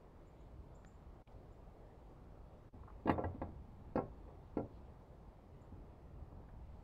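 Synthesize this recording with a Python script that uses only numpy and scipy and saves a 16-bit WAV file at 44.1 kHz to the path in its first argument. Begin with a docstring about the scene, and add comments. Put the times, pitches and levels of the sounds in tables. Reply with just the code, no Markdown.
"""A quiet yard: over a low rush, a far bird chirps and fingers brush and tick on a fishing reel.
Near 3 s a wire basket is dragged over a glass garden table, lands and rocks; each blow bends the
glass, sways the top and rings the wires. Near 4 s and 4.6 s the reel knocks on basket and rod with
a click and a ping, with one soft touch between. Last come one more chirp, soft nudges of a hand on
the table and two finger taps."""
import sys
import numpy as np
from scipy import signal
from scipy.fft import rfft, irfft, next_fast_len
from scipy.io import wavfile
from scipy.ndimage import uniform_filter1d, map_coordinates

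SR = 44100
rng = np.random.default_rng(int(sys.argv[2]) if len(sys.argv) > 2 else 0)


def generate_wav(signal):
    """Clip the signal to [-1, 1] and save it as 16-bit WAV at the path in sys.argv[1]."""
    frames = np.transpose(np.atleast_2d(signal))
    scaled = np.clip(frames, -1, 1) * 32767
    pcm = np.round(scaled).astype(np.int16)
    wavfile.write(sys.argv[1], SR, pcm)


N = 301203
TIME_S = np.arange(N) / SR


def amp(db):
    return 10 ** (np.asarray(db) / 20)


def unit_rms(x):
    return x / np.sqrt(np.mean(x ** 2) + 1e-20)


def decay(t, t60_s):
    return np.exp(-np.log(1000) * t / np.maximum(t60_s, 1e-4))


def over_log_hz(points, hz):
    knots_hz, values = np.transpose(points)
    return np.interp(np.log(hz + 1), np.log(knots_hz + 1), values)


def envelope(levels):
    return amp(np.interp(TIME_S, *np.transpose(levels)))


def add(track, start_s, sound):
    part = track[round(start_s * SR):][:len(sound)]
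    part += sound[:len(part)]


def filtered(x, gain_at_hz):
    size = next_fast_len(len(x) + 8192)
    return irfft(rfft(x, size) * gain_at_hz(np.fft.rfftfreq(size, 1 / SR)), size)[:len(x)]


def band_noise(count, pitch_hz, width_ratio):
    white = rng.standard_normal(count)
    return unit_rms(filtered(white, lambda hz: 1 / (1 + ((hz / pitch_hz - 1) / width_ratio) ** 4)))


def burst(t, pitch_hz, width_ratio, t60_s):
    """Decaying noise band; longer bursts start more slowly."""
    return band_noise(len(t), pitch_hz, width_ratio) * (1 - decay(t, t60_s / 5)) * decay(t, t60_s)


def patchy_noise(spectrum, patch_db=1.3):
    """Coloured noise, rms 1, with slow patches of random gain."""
    bins = signal.stft(rng.standard_normal(N), nperseg=1024)[2]
    patches = uniform_filter1d(rng.standard_normal(bins.shape), size=8, axis=0)
    patches = uniform_filter1d(patches, size=12, axis=1)
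    patchy = signal.istft(bins * amp(patch_db * unit_rms(patches)))[1][:N]
    return unit_rms(filtered(patchy, lambda hz: amp(over_log_hz(spectrum, hz))))


def ring(modes, t, scatter_db=2, detune_ratio=0.003):
    """Damped modes of alternating sign, varied per blow; t drives the decay only."""
    hz, db, t60_s = np.transpose(modes)[:, :, None]
    hz = hz * (1 + detune_ratio * rng.standard_normal(hz.shape))
    strength = amp(db + scatter_db * rng.standard_normal(hz.shape))
    sign = np.cos(np.pi * np.arange(len(modes)))[:, None]
    tones = np.sin(2 * np.pi * hz * np.arange(len(t)) / SR)
    return np.sum(sign * strength * tones * decay(t, t60_s), axis=0)


def impulses(count, rate_hz):
    return (rng.random(count) < rate_hz / SR) * rng.standard_normal(count)


# Modes of short wire stubs: pitch_hz, gain_db, t60_s
STUB_MODES = [(3270, -7.5, .06), (3590, -7, 0.14), (3620, -5, 0.09), (3910, -6, 0.052), (4274, -12.5, .07),
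              (4597, -13, 0.078), (4860, -17.5, 0.048)]
# Basket knocks on glass, then one soft touch of the reel: start_s, level_db, contact_hz, wire_db,
# wire_cutoff_hz, metal_db, rattle_db, sway_db, grip_ratio
CONTACTS = [(3.057, -30, 346, -27, 950, -44, -55, -23.5, 0.36),
            (3.0734, -30.5, 820, -24, 3000, -28, -48.5, -7, 0.34),
            (3.0952, -24, 886, -15.5, 3800, -27.5, -46, -13.5, 0.66),
            (3.107, -33, 860, -24.5, 2600, -27, -46, -20.5, 0.42),
            (3.1801, -32, 694, -21.5, 1650, -61, -63, -12.5, 0.31),
            (3.239, -34.5, 790, -22.5, 2300, -40, -51, 3, 0.5),
            (3.346, -42, 244, -34, 900, -44, -60, -4, 0.37),
            (3.4166, -35, 740, -26, 2300, -36, -56, -5, 0.5),
            (4.277, -53.5, 590, -22, 1800, -50, -62, -16, 0)]

def basket():
    """The basket lands and rocks, bare wire cracking and zinging on glass; last, a soft reel touch."""
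    out, t = np.zeros(N), np.arange(SR * 3 // 4) / SR
    for start_s, db, contact_hz, wire_db, cutoff_hz, metal_db, rattle_db, sway_db, grip in CONTACTS:
        crack = amp(10) * burst(t, pitch_hz=2180, width_ratio=0.27, t60_s=0.031)
        scrape = amp(-7) * burst(t, pitch_hz=3550, width_ratio=0.27, t60_s=0.07)
        metal = crack + scrape + ring(STUB_MODES, t)
        knock = blow(t, contact_hz, grip, wire_db, cutoff_hz, sway_db, sustain=0.88)
        add(out, start_s, amp(db) * (knock + amp(metal_db) * metal + amp(rattle_db) * rattle(t)))
    return out


def blow(t, contact_hz, grip, wire_db, wire_cutoff_hz, sway_db, sustain, load_detune=1):
    """A push spreads into glass, wires and frame; a firm grip pushes harder and damps the ring."""
    ring_scale = 2.39 * np.exp(-1.88 * grip)
    push_db = -6 + 22.5 * grip
    plate = amp(push_db) * rim_trips(t, contact_hz) + glass(t, ring_scale, sustain, load_detune)
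    knock = contact(plate, 1.113 * contact_hz, q=0.91)
    wire_ring = amp(wire_db) * wires(t, ring_scale, wire_cutoff_hz)
    return knock + wire_ring + amp(sway_db) * sway(t, t60_s=0.43 * ring_scale * sustain)


def contact(x, cutoff_hz, q):
    """A springy contact acts as a two-pole low-pass."""
    omega = 2 * SR * np.tan(np.pi * min(cutoff_hz, SR / 4) / SR)
    return signal.lfilter(*signal.bilinear([omega ** 2], [1, omega / q, omega ** 2], SR), x)


def push(t, contact_hz, give_hz=280, clack_cycles=6, leak_hz=150):
    """The glass gives and the contact clacks; deep bass leaks around the rim unradiated."""
    give = np.sin(2 * np.pi * give_hz * t) * decay(t, t60_s=0.012)
    clack = amp(1) * np.sin(2 * np.pi * contact_hz * t) * decay(t, clack_cycles / contact_hz)
    return signal.lfilter(*signal.butter(1, leak_hz, "high", fs=SR), give + clack)


def rim_trips(t, contact_hz, trip_s=0.003527, loss_db=7, pitch_ratio=0.895):
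    """The push and two returns from the rim, each weaker and duller."""
    return sum(amp(-loss_db * trip)
               * push(np.maximum(t - trip * trip_s, 0), contact_hz * pitch_ratio ** trip)
               for trip in range(3))


# Bending modes of the top: unloaded_pitch_hz, gain_db, base_t60_s
GLASS_MODES = [(120, -7, 0.57), (162, -10.5, 0.31), (168.5, -17.5, 0.94), (219, -10, 0.23),
               (270.7, -5, 0.22), (299.5, 1.5, 0.24), (320, -7, 0.37), (363, -9, 0.29), (410, -0.5, 0.28),
               (449.4, 1.5, 0.13), (477, 4, 0.076), (509.8, 7, 0.12), (548, 1, 0.17), (604, -2.5, 0.26),
               (709.5, 5.5, 0.14), (809, 7.5, 0.12), (892, 5.5, 0.091), (1031, 4, 0.11), (1133, -0.5, 0.2)]

def glass(t, ring_scale, sustain, load_detune, build_s=0.00049):
    """The plate's ring builds and dies; a load lowers its bending modes."""
    modes = np.array(GLASS_MODES) * [load_detune, 1, ring_scale * sustain]
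    plate = amp(-15.5) * ring(modes, t) + amp(-11.5) * weak_modes(len(t), ring_scale)
    return (1 - np.exp(-t / build_s)) * plate


# Spectrum of the weak table modes: frequency_hz, relative_db
WEAK_MODE_SPECTRUM = [(50, -4), (130, 10), (270, 9.5), (500, 8), (820, 1.5), (1100, -5), (1480, -5.5),
                      (1800, -5.5), (2400, -5.5), (3100, -12), (4600, -28.5), (5800, -38), (15000, -23)]
# Their decay: frequency_hz, base_t60_s
WEAK_MODE_DECAY = [(100, 0.38), (400, 0.27), (1000, 0.45), (2500, 0.31), (5000, 0.19), (12000, 0.16)]

def weak_modes(count, ring_scale):
    """Countless weak modes merge into noise whose treble dies first."""
    wash = filtered(rng.standard_normal(count), lambda hz: amp(over_log_hz(WEAK_MODE_SPECTRUM, hz)))
    hz, t, bins = signal.stft(unit_rms(wash), SR, nperseg=256)
    t60_s = ring_scale * over_log_hz(WEAK_MODE_DECAY, hz)[:, None]
    return signal.istft(bins * decay(t, t60_s))[1][:count]


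# Basket wire modes: pitch_hz, gain_db, base_t60_s
WIRE_MODES = [(1040, -14.5, 0.062), (1290, -18, .12), (1342, 2, 0.1), (1348, 1.5, 0.12), (1620, 3, 0.076),
              (1720, 1, 0.04), (1875, 4, 0.051), (1940, 4, 0.055), (2133, -7.5, 0.13), (2240, -11, .07),
              (2494, -1, 0.077), (2649, -9.5, 0.07), (2812, -6, 0.085)]

def wires(t, ring_scale, cutoff_hz):
    """Loose wires ring at one touch, then chatter; soft blows miss the high modes."""
    one_ring = ring(WIRE_MODES, t / ring_scale)
    touches = impulses(len(t), rate_hz=350) * decay(t, t60_s=0.053)
    touches[0] = 1
    chatter = signal.fftconvolve(one_ring, touches)[:len(t)]
    return contact(contact(chatter, cutoff_hz, q=0.84), cutoff_hz, q=0.43)


def sway(t, t60_s, pitch_hz=88, build_s=0.019):
    """The whole top bounces on its frame."""
    return np.sin(2 * np.pi * pitch_hz * t) * decay(t, t60_s) * (1 - np.exp(-t / build_s))


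def rattle(t):
    """Loose wires shed a dying spray of tiny clicks."""
    touches = impulses(len(t), rate_hz=1400)
    click = burst(t, pitch_hz=11700, width_ratio=0.38, t60_s=0.012)
    spray = signal.fftconvolve(touches, click)[:len(t)]
    return unit_rms(spray) * decay(t, t60_s=0.12)


# Modes of the reel's metal parts: pitch_hz, gain_db, t60_s
REEL_MODES = [(2620, -17, 0.25), (4360, 3, 0.072), (4760, -4.5, .09), (4930, -3, 0.14), (5900, -13, .08)]
# Modes of the basket's top bar, where the reel rests: pitch_hz, gain_db, t60_s
BAR_MODES = [(1332, 0.5, .1), (1374, 1.5, 0.079), (1530, -13, 0.086), (2127, -10, .08), (2625, -21, 0.12)]
# Reel on basket and rod: start_s, level_db, contact_hz, metal_db, wire_db, wire_cutoff_hz,
# sway_db, grip_ratio
REEL_HITS = [(3.957, -30, 484, -30, -21.5, 2200, -11.5, 0.59),
             (3.9756, -32, 820, -50, -18.5, 1700, -39, 0.57),
             (3.9875, -34.5, 603, -60, -18.5, 1100, -38, 0.54),
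             (4.5701, -30, 430, -40, -24.5, 1710, -16.5, 0.51),
             (4.5948, -35.5, 444, -60, -26, 1090, -30, 0.53)]

def reel(rattle_db=-55):
    """The reel knocks with a click and a ping, then settles, its weight loading the glass."""
    out, t = np.zeros(N), np.arange(SR * 3 // 4) / SR
    for start_s, db, contact_hz, metal_db, wire_db, cutoff_hz, sway_db, grip in REEL_HITS:
        click = amp(14) * burst(t, pitch_hz=1600, width_ratio=0.36, t60_s=0.014)
        ping = amp(-7) * ring(REEL_MODES, t)
        clink = 0.5 * burst(t, pitch_hz=4550, width_ratio=0.24, t60_s=0.082)
        metal = amp(metal_db) * (click + ping + clink)
        knock = blow(t, contact_hz, grip, wire_db, cutoff_hz, sway_db, sustain=1.16, load_detune=0.95)
        bar = amp(wire_db) * ring(BAR_MODES, t)
        add(out, start_s, amp(db) * (knock + bar + metal + amp(rattle_db) * rattle(t)))
    return out


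# Hand on table: start_s, level_db
HAND_BUMPS = [(2.74, -51.5), (3.488, -47), (5.719, -44.5), (6.207, -56), (6.323, -47)]

def nudges():
    """Soft bumps of a hand mostly sway the top."""
    out, t = np.zeros(N), np.arange(SR * 3 // 4) / SR
    for start_s, db in HAND_BUMPS:
        bump = blow(t, contact_hz=238, grip=0.24, wire_db=-38, wire_cutoff_hz=900,
                    sway_db=8.5, sustain=0.29)
        add(out, start_s, amp(db) * bump)
    return out


# Basket slips: start_s, level_db
FOOT_SLIPS = [(2.833, -54.5), (2.876, -50), (2.882, -54), (2.901, -55)]

def drag():
    """The basket's feet stick and slip on the glass."""
    out, t = np.zeros(N), np.arange(SR // 5) / SR
    for start_s, db in FOOT_SLIPS:
        add(out, start_s, amp(db) * burst(t, pitch_hz=1000, width_ratio=0.43, t60_s=0.046))
    return out


# Fingers on the reel: start_s, level_db, pitch_hz, width_ratio, t60_s
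FINGER_TICKS = [(0.848, -52, 1200, 2.4, 0.0094), (1.274, -61, 2830, 0.32, 0.023),
                (1.321, -76, 4800, .25, .03), (6.323, -55.5, 646, 0.66, 0.04),
                (6.486, -60.5, 1020, 0.83, 0.072)]

def ticks():
    """Fingers make small, hard contacts on metal and plastic."""
    out, t = np.zeros(N), np.arange(SR // 5) / SR
    for start_s, db, pitch_hz, width_ratio, t60_s in FINGER_TICKS:
        add(out, start_s, amp(db) * burst(t, pitch_hz, width_ratio, t60_s))
    return out


# Rubs on the gear: start_s, length_s, level_db, pitch_hz
RUBS = [(0.275, 0.28, -87, 3200), (4.69, 0.13, -83, 3600), (4.822, 0.11, -87, 2600)]

def brushes():
    """Fingers and sleeves rub the gear; the friction swells and fades."""
    out = np.zeros(N)
    for start_s, length_s, db, pitch_hz in RUBS:
        count = round(length_s * SR)
        add(out, start_s, amp(db) * np.hanning(count) * band_noise(count, pitch_hz, width_ratio=0.35))
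    return out


# Rumble under the hands: time_s, level_db
RUMBLE_LEVELS = [(0, -75), (2.4, -71.5), (2.8, -61.5), (3.6, -57), (4.4, -61.5), (5.3, -64), (5.9, -67),
                 (6.35, -59.5), (6.8, -56)]
# Its spectrum: frequency_hz, relative_db
RUMBLE_SPECTRUM = [(22, -13), (50, -6), (88, -7.5), (140, -13), (220, -15.5), (600, -49.5), (2000, -105.5)]

def table_rumble():
    """Hands shifting on the gear make the table rumble faintly."""
    return envelope(RUMBLE_LEVELS) * patchy_noise(RUMBLE_SPECTRUM)


# Far chirps: start_s, length_s, level_db
BIRD_CHIRPS = [(0.266, 0.026, -81), (0.4, 0.024, -84), (0.744, 0.027, -73), (0.855, 0.038, -73),
               (1.52, .018, -83), (5.61, 0.022, -81)]

def bird(from_hz=6700, to_hz=7690, flutter_hz=170, echo_db=-2):
    """Thin rising whistles with a quick flutter, scattered by trees."""
    out = np.zeros(N)
    for start_s, length_s, db in BIRD_CHIRPS:
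        progress = np.linspace(0, 1, round(length_s * SR))
        flutter = map_coordinates(rng.standard_normal(11), [10 * progress])
        pitch_hz = from_hz + (to_hz - from_hz) * progress + flutter_hz * flutter
        whistle = np.sin(2 * np.pi * np.cumsum(pitch_hz) / SR)
        add(out, start_s, amp(db) * np.sin(np.pi * progress) * whistle)
    t = np.arange(SR // 2) / SR
    trees = rng.standard_normal(len(t)) * decay(t, t60_s=0.35)
    return out + amp(echo_db) * signal.fftconvolve(out, trees / np.linalg.norm(trees))[:N]


# Outdoor rush: frequency_hz, relative_db
RUSH_SPECTRUM = [(22, -9.5), (48, 3), (80, -4.5), (150, -9), (220, -15), (420, -15.5), (880, -20.5),
                 (1150, -26.5), (1500, -35), (2100, -38.5), (3000, -47), (6000, -59.5)]

def yard(level_db=-57):
    """A steady, distant rush."""
    return amp(level_db) * patchy_noise(RUSH_SPECTRUM)


# Faint high hiss: frequency_hz, relative_db
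HISS_SPECTRUM = [(1500, -0.5), (3000, 0), (4600, -2), (6000, -8.5), (8000, -10), (10000, -23),
                 (15500, -31.5)]
# Its level: time_s, level_db
HISS_LEVELS = [(0, -87), (1.4, -86), (2.1, -86.5), (3.8, -87), (4.8, -85.5), (5.2, -87), (6.4, -88.5),
               (6.8, -85)]

def hiss():
    """A faint high hiss; its level wavers slightly over time."""
    return envelope(HISS_LEVELS) * patchy_noise(HISS_SPECTRUM)


def scene():
    """Table, gear and hands close by; yard and bird behind; a faint hiss. Mono."""
    close = drag() + basket() + reel() + nudges() + ticks() + brushes() + table_rumble()
    return (close + yard() + hiss() + bird())[None]


# Brief level dips: centre_s, half_width_s, gain_db
LEVEL_DIPS = [(1.248, 0.021, -22), (2.712, 0.019, -21)]
# Noise floor: frequency_hz, relative_db
FLOOR_SPECTRUM = [(500, 17.5), (2000, 6), (6000, 5), (11000, -2)]

def record(dry, floor_db=-91, cutoff_hz=15720):
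    """The level dips twice over a steady noise floor; nothing passes above the cutoff."""
    dip_db = sum(gain_db * np.exp(-((TIME_S - centre_s) / half_width_s) ** 4)
                 for centre_s, half_width_s, gain_db in LEVEL_DIPS)
    heard = dry[0] * amp(dip_db) + amp(floor_db) * patchy_noise(FLOOR_SPECTRUM)
    return filtered(heard, lambda hz: hz < cutoff_hz)[None]


dry = scene()
out = record(dry)
generate_wav(out)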